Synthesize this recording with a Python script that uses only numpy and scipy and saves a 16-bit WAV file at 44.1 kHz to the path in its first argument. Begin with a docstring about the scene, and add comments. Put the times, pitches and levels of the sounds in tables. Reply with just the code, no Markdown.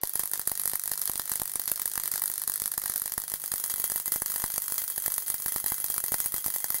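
"""High-voltage sparks in a light bulb

Once per mains cycle the gas breaks down in a volley of snaps; heavy arcs also thud on the glass.
Ordinary sparks vary with the charge left for them. Tiny discharges sizzle after each.
Halfway through, the arcs grow hot at one support wire and the bulb's ringing swells.
Behind it: the echoes of a small workroom, transformer hum, quiet air."""
import sys
import numpy as np
from scipy import signal
from scipy.fft import rfft, irfft, next_fast_len
from scipy.io import wavfile
from scipy.ndimage import uniform_filter1d

SR = 44100
rng = np.random.default_rng(int(sys.argv[2]) if len(sys.argv) > 2 else 0)


def bounce(signal):
    """Save signal as a 16-bit WAV file at the path given by the first command-line argument."""
    frames = np.transpose(np.atleast_2d(signal))
    limited = np.clip(frames, -1, 1)
    pcm = np.round(limited * 32767).astype(np.int16)
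    wavfile.write(sys.argv[1], SR, pcm)


N = 299875
MAINS_HZ, FIRST_CREST_S = 49.94, 0.0154

# Heavy arcs. Each row: start in seconds, then crack, thud and sizzle in relative dB.
HEAVY_ARCS = [(0.0355, -17.5, -28.5, -37), (0.1562, -18.5, -36, -30), (0.195, -18.0, -36.5, -26.5),
              (0.236, -19, -39, -40), (0.336, -16.5, -41, -29), (0.3956, -21.5, -38.5, -34),
              (0.4753, -16, -32.5, -35), (0.5173, -19.5, -34, -37), (0.6571, -19, -38.5, -35),
              (0.677, -19, -42, -32), (0.7352, -20.5, -36, -30.5), (0.7556, -18.5, -42.5, -35),
              (0.9167, -17.0, -37.5, -32), (1.0167, -19, -70, -28.5), (1.0766, -19.5, -50, -34),
              (1.0966, -20.0, -33, -41), (1.157, -21.5, -38.5, -35), (1.1972, -18.5, -35.5, -33),
              (1.3176, -18, -35.5, -29), (1.3572, -21, -42, -30.5), (1.3985, -22.5, -40, -34),
              (1.418, -21, -30.5, -52), (1.5574, -20, -37.5, -31), (1.5975, -19, -40, -36),
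              (1.678, -18.5, -40.5, -26.5), (1.7176, -15.5, -34.5, -39), (1.8184, -18.5, -42, -32),
              (1.858, -17.5, -39, -34), (1.9779, -19, -34.5, -46), (2.1168, -18.5, -43.5, -29),
              (2.1389, -21.0, -40.5, -30), (2.2199, -18.5, -41, -35), (2.2388, -20, -42.5, -39),
              (2.3, -23, -42, -43), (2.3798, -21, -44, -41), (2.4774, -17.5, -39, -32),
              (2.4984, -20.5, -38.5, -39), (2.6196, -20.0, -36, -38), (2.6585, -19.5, -41, -32),
              (2.718, -21.5, -46, -34), (2.7789, -18.5, -35, -36), (2.8589, -19, -40, -33),
              (2.8982, -20.0, -37, -31), (2.9599, -19.5, -40.5, -31), (3.0191, -22, -40.5, -38),
              (3.0589, -22, -41.5, -34.5), (3.1796, -19, -31, -39), (3.3395, -19.5, -36, -32),
              (3.5183, -18.5, -38, -34), (3.539, -19.5, -36, -42), (3.6403, -18.5, -43.5, -32.5),
              (3.6992, -22.5, -52, -27.5), (3.74, -20.5, -38, -51), (3.7998, -19.5, -40.5, -34),
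              (3.8415, -17, -36.5, -29), (3.9, -20.5, -43.5, -35), (3.9196, -19, -36.5, -37),
              (3.96, -19.0, -39.5, -33), (4, -22.5, -45, -37), (4.059, -23, -56, -32),
              (4.0798, -21, -40.5, -38), (4.121, -16.5, -39, -30.5), (4.1602, -21, -33.5, -35),
              (4.2205, -18.5, -32.5, -40), (4.2607, -17.5, -43, -35), (4.361, -19.5, -42, -35),
              (4.4401, -18.5, -29.5, -36), (4.5405, -20, -42.5, -37), (4.5803, -16.5, -35, -43),
              (4.7222, -19.5, -38.5, -36), (4.7812, -17.0, -43, -29.5), (4.9802, -19.5, -36, -39),
              (5.0612, -15.5, -39, -36), (5.0802, -20.0, -34.5, -42), (5.141, -19.5, -46, -39),
              (5.1814, -18.5, -38, -36.5), (5.3016, -18, -39, -35), (5.343, -20.5, -38.5, -34.5),
              (5.461, -20.5, -34.5, -34), (5.5614, -19.5, -32.5, -32), (5.6426, -22.0, -38, -49),
              (5.6622, -18.0, -38, -31), (5.7204, -20.0, -31.5, -34), (5.8428, -18.5, -38.5, -35),
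              (5.9015, -20.5, -38.5, -32.5), (5.9809, -19, -36.5, -38), (6.0409, -21, -39, -36),
              (6.1205, -18.5, -31, -29.5), (6.143, -17.5, -33.5, -34.5), (6.203, -18, -39, -32),
              (6.2603, -19, -37.5, -31.5), (6.3424, -19, -34.5, -34), (6.4622, -20.5, -33, -31),
              (6.4823, -22.5, -39, -40), (6.5404, -23.5, -50, -30), (6.562, -19.5, -39.5, -39),
              (6.6439, -18.5, -38.5, -36), (6.7043, -18.5, -37, -40), (6.7449, -19.5, -38, -29)]
# Crests where the gas barely breaks down. Each entry: time in seconds.
LULLS_S = [0.12, 0.44, 1.58, 1.84, 2.1, 2.46, 2.7, 2.76, 3.16, 3.26, 3.38, 3.5, 3.62, 4.04, 4.1, 4.24, 4.86,
           5.24, 5.5, 5.62, 6.02, 6.1, 6.3]
# Charge for ordinary sparks. Each row: time in seconds, offset in dB.
CHARGE_DB = [(0, -2), (.7, 0), (1.65, -2.5), (2.05, 3.5), (2.55, 0), (3, -1), (3.3, -0.5), (3.8, -0.7),
             (4.6, -0.9), (5.7, 0.8), (6.3, 1), (6.8, -3.5)]
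# Arc heat at the support wire. Each row: time in seconds, heat from 0 to 1.
ARC_HEAT = [(0, 0.33), (2.95, 0.09), (3.3, 0.43), (3.55, 0.82), (5, 1), (6.8, 0.9)]
# Source spectra. Each row: frequency in Hz, relative density in dB.
CRACK_SPECTRUM = [(1200, -51), (2400, -23), (3300, -17), (4500, -10), (5800, -12.5), (7600, -9.5),
                  (9000, -3.5), (10100, -1.5), (11600, 3), (13000, 0.5), (14200, -3), (15600, -6),
                  (16100, -13)]
KNOCK_SPECTRUM = [(100, -33), (500, -5.5), (950, -1.5), (1400, 1.5), (2000, -2.5), (2400, -10), (4000, -29)]
THUD_SPECTRUM = [(15, 4), (50, 0), (150, -0.5), (400, 0.5), (800, 1), (1200, -2.5), (1700, -12),
                 (2100, -11.5), (2450, -26.5), (4000, -56)]
SIZZLE_SPECTRUM = [(60, -14.5), (400, -9), (1000, -10.5), (1900, -5), (2450, -17), (3300, -11),
                   (4600, -4.5), (7500, -5), (9000, -2.5), (11600, -1.5), (13500, 4), (15600, -5),
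                   (16100, -12)]
AIR_SPECTRUM = [(20, -17), (60, -19), (150, -12), (400, 6.5), (1500, -1), (5000, -0.5), (15000, -52)]
# Broad resonances of the glass. Each row: centre in Hz, width in Hz, lift in dB.
GLASS_RESONANCES = [(4900, 270, 0.5), (6400, 360, 2.5), (8240, 65, 7), (9110, 530, 6.5), (9220, 96, -12),
                    (11070, 300, 2), (13000, 930, -1), (12800, 350, 0.5), (15300, 340, -0.5),
                    (15760, 690, 7.5)]
# Sharp modes of bulb and wires. Each row: frequency in Hz, gain in dB at full heat.
BULB_MODES = [(1513, -66), (2056, -60.5), (3268, -58.5), (4673, -66), (6196, -65), (6616, -52), (7671, -53),
              (9025, -54), (9249, -54), (9609, -53), (10494, -44), (10799, -44), (11795, -47),
              (12096, -42.5), (13135, -52), (13291, -52), (13657, -51), (14314, -59), (15176, -54),
              (15628, -45)]
# Stereo balance of direct sound. 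Each row: frequency in Hz, left over right in dB.
BALANCE_DB = [(100, 1), (5000, -0.5), (7600, 0.3), (9500, -2.6), (11400, -4.6), (12300, -6.5), (13300, 11),
              (14800, -8), (16000, 6)]
# Stereo phase of direct sound. Each row: frequency in Hz, left lead in radians.
LEFT_LEAD_RAD = [(100, -0.13), (7500, -0.25), (8500, -0.9), (10200, 0.14), (12000, 0.65), (13300, 1),
                 (14600, 0.046), (16000, 0.19)]
# Stereo width of sizzle, reverb and room air: wide in the bass and top treble, centred in the mids.
# Each row: frequency in Hz, left-right coherence from 0 to 1.
STEREO_COHERENCE = [(50, 0.53), (250, 0.56), (600, 0.88), (1200, 0.91), (2400, 1), (5000, 0.98),
                    (9000, 0.82), (14000, 0.35)]
# Echoes off nearby surfaces. Each row: delay in seconds, gain in dB.
SLAP_ECHOES = [(.0072, -21.5), (0.0124, -18.5)]
# Room decay. Each row: frequency in Hz, T60 in seconds.
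ROOM_T60_S = [(60, 0.072), (250, 0.04), (1000, 0.11), (3000, 0.11), (8000, 0.13), (15000, 0.094)]


def breakdowns(jitter_s=0.0009, cold_short_db=2.5, hot_short_db=5, max_short_db=13.5, held_db=0.5):
    """One spark per mains cycle, in rows like HEAVY_ARCS. A hot arc fires less evenly."""
    # Each tuple: crack, thud, sizzle.
    full_db, cap_db, lull_db = (-21.5, -47, -35), (-21, -44, -31), (-43, -69, -44)
    db_per_charge_db, spread_db = (0.89, 1.37, 0.52), (1, 4, 1.53)
    arcs = np.array(HEAVY_ARCS)
    crests_s = np.arange(FIRST_CREST_S, N / SR, 1 / MAINS_HZ)
    heavy = abs(crests_s[:, None] - arcs[:, 0]).min(1) < 0.5 / MAINS_HZ
    lull = abs(crests_s[:, None] - np.array(LULLS_S)).min(1) < 0.5 / MAINS_HZ
    chance = rng.standard_normal((len(crests_s), 4))
    mean_short_db = cold_short_db + (hot_short_db - cold_short_db) * heat(crests_s)
    shortfall_db = np.minimum(mean_short_db * rng.exponential(1, len(crests_s)), max_short_db)
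    charge_db = np.interp(crests_s, *np.transpose(CHARGE_DB)) - shortfall_db
    charge_db -= held_db * np.roll(heavy, -1)  # held back just before a heavy arc
    levels_db = np.array(full_db) + np.outer(charge_db, db_per_charge_db) + chance[:, 1:] * spread_db
    levels_db = np.where(lull[:, None], lull_db, np.minimum(levels_db, cap_db))
    ordinary = np.column_stack([crests_s + jitter_s * chance[:, 0], levels_db])
    return np.vstack([arcs, ordinary[~heavy]])


def volleys(sparks, snap_s=0.00017, fizz_s=0.0023, pulse_s=0.00005,
            leader_db=-8, restrike_db=-6.5, fizz_db=-19, full_arc_db=-50):
    """Leader, main stroke and restrike, about 1 ms apart, in a fizz of small streamers."""
    t = np.arange(-180, 220) / SR
    fizz = amp(fizz_db) * np.exp(-abs(t) / fizz_s)
    cracks, knocks, thuds = np.zeros((3, 2, N))
    for spark_s, crack_db, thud_db, _ in sparks:
        start_s = spark_s + t[0]
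        leader_shift, restrike_shift, leader_size, restrike_size, side = rng.standard_normal(5)
        strokes_s = np.array([-0.00085 + 0.00027 * leader_shift, 0, 0.00102 + 0.0001 * restrike_shift])
        age_s = np.maximum(t - strokes_s[:, None], 0)
        begun = t >= strokes_s[:, None]
        # Light sparks are nearly single snaps, heavy ones a full volley.
        weight_db = thud_db - np.mean(sparks[:, 2])
        sizes = amp([leader_db + 3 * leader_size + 0.18 * weight_db, 0,
                     restrike_db + 3 * restrike_size + 0.18 * weight_db])
        burst = sizes @ (begun * np.exp(-age_s / snap_s)) + fizz
        for channel in cracks:
            add(channel, start_s, amp(crack_db) * unit_rms(burst * rng.choice([-1, 1], len(t))))
        # Each stroke heats the gas: a one-sided pressure pulse knocks on the glass.
        pulses = begun * np.exp(-age_s / pulse_s)
        pulses /= pulses.sum(1, keepdims=True)
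        grit = 0.14 * burst * rng.standard_normal(len(t))
        knock = -amp(crack_db + 0.21 * weight_db) * (sizes @ pulses + grit)
        add_panned(knocks, start_s, knock, 0.29 * side)
        # Only a full arc thuds; a strong restrike makes it a hollow pop.
        push = amp(thud_db) / (1 + amp(full_arc_db - thud_db) ** 2)
        rebound = amp(min(-13 + 6 * restrike_size, 0))
        thud = -push * (pulses[1] + rebound * pulses[2]) / np.hypot(1, rebound)
        add_panned(thuds, start_s, thud, 0.51 * side)
    return cracks, knocks, thuds


def sizzle(sparks, rise_s=0.0021, decay_s=0.015, grain_db=2):
    """Tiny discharges creep over the glass and die away after each spark."""
    t = np.arange(SR // 10) / SR
    envelope = (1 - np.exp(-t / rise_s)) * np.exp(-t / decay_s)
    power = np.zeros(N)
    for start_s, _, _, sizzle_db in sparks:
        add(power, start_s, (amp(sizzle_db) * envelope) ** 2)
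    grains = unit_rms(amp(grain_db * smooth_noise(span_samples=24)))
    return stereo_noise(N) * np.sqrt(power) * grains


def heat(times_s=np.arange(N) / SR):
    """Arc heat, 0 to 1; per sample by default."""
    return np.interp(times_s, *np.transpose(ARC_HEAT))


def heat_shelf(x, cold_db, hot_db, corner_hz=13000):
    """Top treble gain follows the arc heat."""
    treble = signal.sosfiltfilt(signal.butter(2, corner_hz, "high", fs=SR, output="sos"), x)
    return x + treble * (amp(cold_db + (hot_db - cold_db) * heat()) - 1)


def bulb_ring(cracks, creep):
    """The hot arc strikes the bulb's modes and sizzle sustains them. Higher modes die sooner."""
    t = np.arange(SR // 6) / SR
    drive = stereo(unit_rms(cracks), 1.0) + 2 * unit_rms(creep)
    response = 0
    for hz, gain_db in BULB_MODES:
        width_hz = 10 + 0.003 * hz
        mode = np.exp(-np.pi * width_hz * t) * np.sin(2 * np.pi * hz * t)
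        response += amp(gain_db) * mode / np.linalg.norm(mode)
    return signal.oaconvolve(unit_rms(drive) * heat(), response[None], axes=1)[:, :N]


def direct_path(x):
    """Sound from the bulb arrives with left-right differences in level and phase."""
    size = next_fast_len(N + 2048)
    hz = np.fft.rfftfreq(size, 1 / SR)
    left = amp(at_hz(BALANCE_DB, hz) / 2) * np.exp(0.5j * at_hz(LEFT_LEAD_RAD, hz))
    return irfft(rfft(x, size) * np.array([left, 1 / left]), size)[:, :N]


def slaps(x):
    """Nearby hard surfaces throw each snap back."""
    return sum(amp(gain_db) * np.pad(x, ((0, 0), (round(delay_s * SR), 0)))[:, :N]
               for delay_s, gain_db in SLAP_ECHOES)


def reverb(x, predelay_s=0.0027):
    """Dense reflections off near walls; each band dies at its own rate."""
    hz, t, bands = signal.stft(stereo_noise(SR // 2), SR, nperseg=256)
    decay = amp(-60 * t / at_hz(ROOM_T60_S, hz)[:, None])
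    tail = signal.istft(bands * decay, SR, nperseg=256)[1]
    tail *= np.arange(tail.shape[1]) > predelay_s * SR
    return signal.fftconvolve(x, tail / np.linalg.norm(tail[0]), axes=1)[:, :N]


def transformer_hum(level_db=-72, waver=0.5):
    """A wavering tone at the third mains harmonic."""
    swell = 1 + waver * smooth_noise(span_samples=3000)
    cycles = 3 * MAINS_HZ * np.arange(N) / SR + rng.random()
    return amp(level_db) * np.sqrt(2) * swell * np.sin(2 * np.pi * cycles)


def room_air(level_db=-66):
    """Quiet, steady room noise."""
    return amp(level_db) * colour(stereo_noise(N), AIR_SPECTRUM)


def amp(db):
    """Decibels to gain."""
    return 10 ** (np.asarray(db) / 20)


def unit_rms(x):
    """Scales to an rms of one."""
    return x / np.sqrt(np.mean(x ** 2) + 1e-20)


def at_hz(table, hz):
    """Interpolates on a log-frequency axis."""
    knots_hz, values = np.transpose(table)
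    return np.interp(np.log(hz + 1), np.log(knots_hz + 1), values)


def add(mix, start_s, sound):
    """Mixes a sound into one channel."""
    part = mix[max(round(start_s * SR), 0):][:len(sound)]
    part += sound[:len(part)]


def add_panned(mix, start_s, sound, leftward):
    """Mixes a sound into both channels, off centre."""
    for channel, sign in zip(mix, (1, -1)):
        add(channel, start_s, sound * (1 + sign * np.tanh(leftward)))


def colour(x, spectrum, glass=False, size=4096):
    """Minimum-phase filter of unit energy; glass resonances optional."""
    hz = abs(np.fft.fftfreq(size, 1 / SR))
    gain_db = at_hz(spectrum, hz)
    if glass:
        for centre_hz, width_hz, lift_db in GLASS_RESONANCES:
            gain_db += lift_db / (1 + (2 * (hz - centre_hz) / width_hz) ** 2)
    response = np.exp(signal.hilbert(np.log(amp(gain_db))).conj())
    taps = np.fft.ifft(response).real[:size // 2]
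    return signal.oaconvolve(x, taps[None] / np.linalg.norm(taps), axes=1)[:, :N]


def stereo(two, coherence):
    """Two unrelated signals to left and right. Coherence: a number or a table by frequency."""
    size = two.shape[1]
    padded = next_fast_len(size)
    if not np.isscalar(coherence):
        coherence = at_hz(coherence, np.fft.rfftfreq(padded, 1 / SR))
    spectra = rfft(two, padded)
    mid = np.sqrt((1 + coherence) / 2) * spectra[0]
    side = np.sqrt((1 - coherence) / 2) * spectra[1]
    return irfft(np.array([mid + side, mid - side]), padded)[:, :size]


def stereo_noise(samples):
    """White noise, partly alike left and right."""
    return stereo(rng.standard_normal((2, samples)), STEREO_COHERENCE)


def smooth_noise(span_samples):
    """Moving average of noise, unit rms."""
    return unit_rms(uniform_filter1d(rng.standard_normal(N), size=span_samples))


def scene():
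    """Cracks, knocks and thuds with their sizzle and ring, in the room."""
    sparks = breakdowns()
    cracks, knocks, thuds = volleys(sparks)
    snaps = colour(stereo(cracks, 0.98), CRACK_SPECTRUM, glass=True)
    snaps = amp(-6) * heat_shelf(snaps, cold_db=-2, hot_db=-4.5)
    body = amp(0.63) * colour(knocks, KNOCK_SPECTRUM) + amp(24) * colour(thuds, THUD_SPECTRUM)
    hiss = colour(sizzle(sparks), SIZZLE_SPECTRUM, glass=True)
    hiss = amp(-1 - 3 * heat()) * heat_shelf(hiss, cold_db=-4, hot_db=12)
    echoes = reverb(amp(-12.5) * snaps + amp(-16) * body + amp(-8.5) * hiss)
    ring = bulb_ring(cracks, sizzle(sparks))
    return direct_path(snaps + slaps(snaps) + body) + hiss + ring + echoes + transformer_hum() + room_air()


def record(dry, ceiling=0.63, highpass_hz=12, lowpass_hz=15900):
    """Soft clip, DC block, band limit."""
    rounded = ceiling * np.tanh(dry / ceiling)
    blocked = signal.sosfilt(signal.butter(1, highpass_hz, "high", fs=SR, output="sos"), rounded)
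    taps = signal.firwin(255, lowpass_hz, window=("kaiser", 9), fs=SR)
    return signal.oaconvolve(blocked, taps[None], "same")


dry = scene()
out = record(dry)
bounce(out)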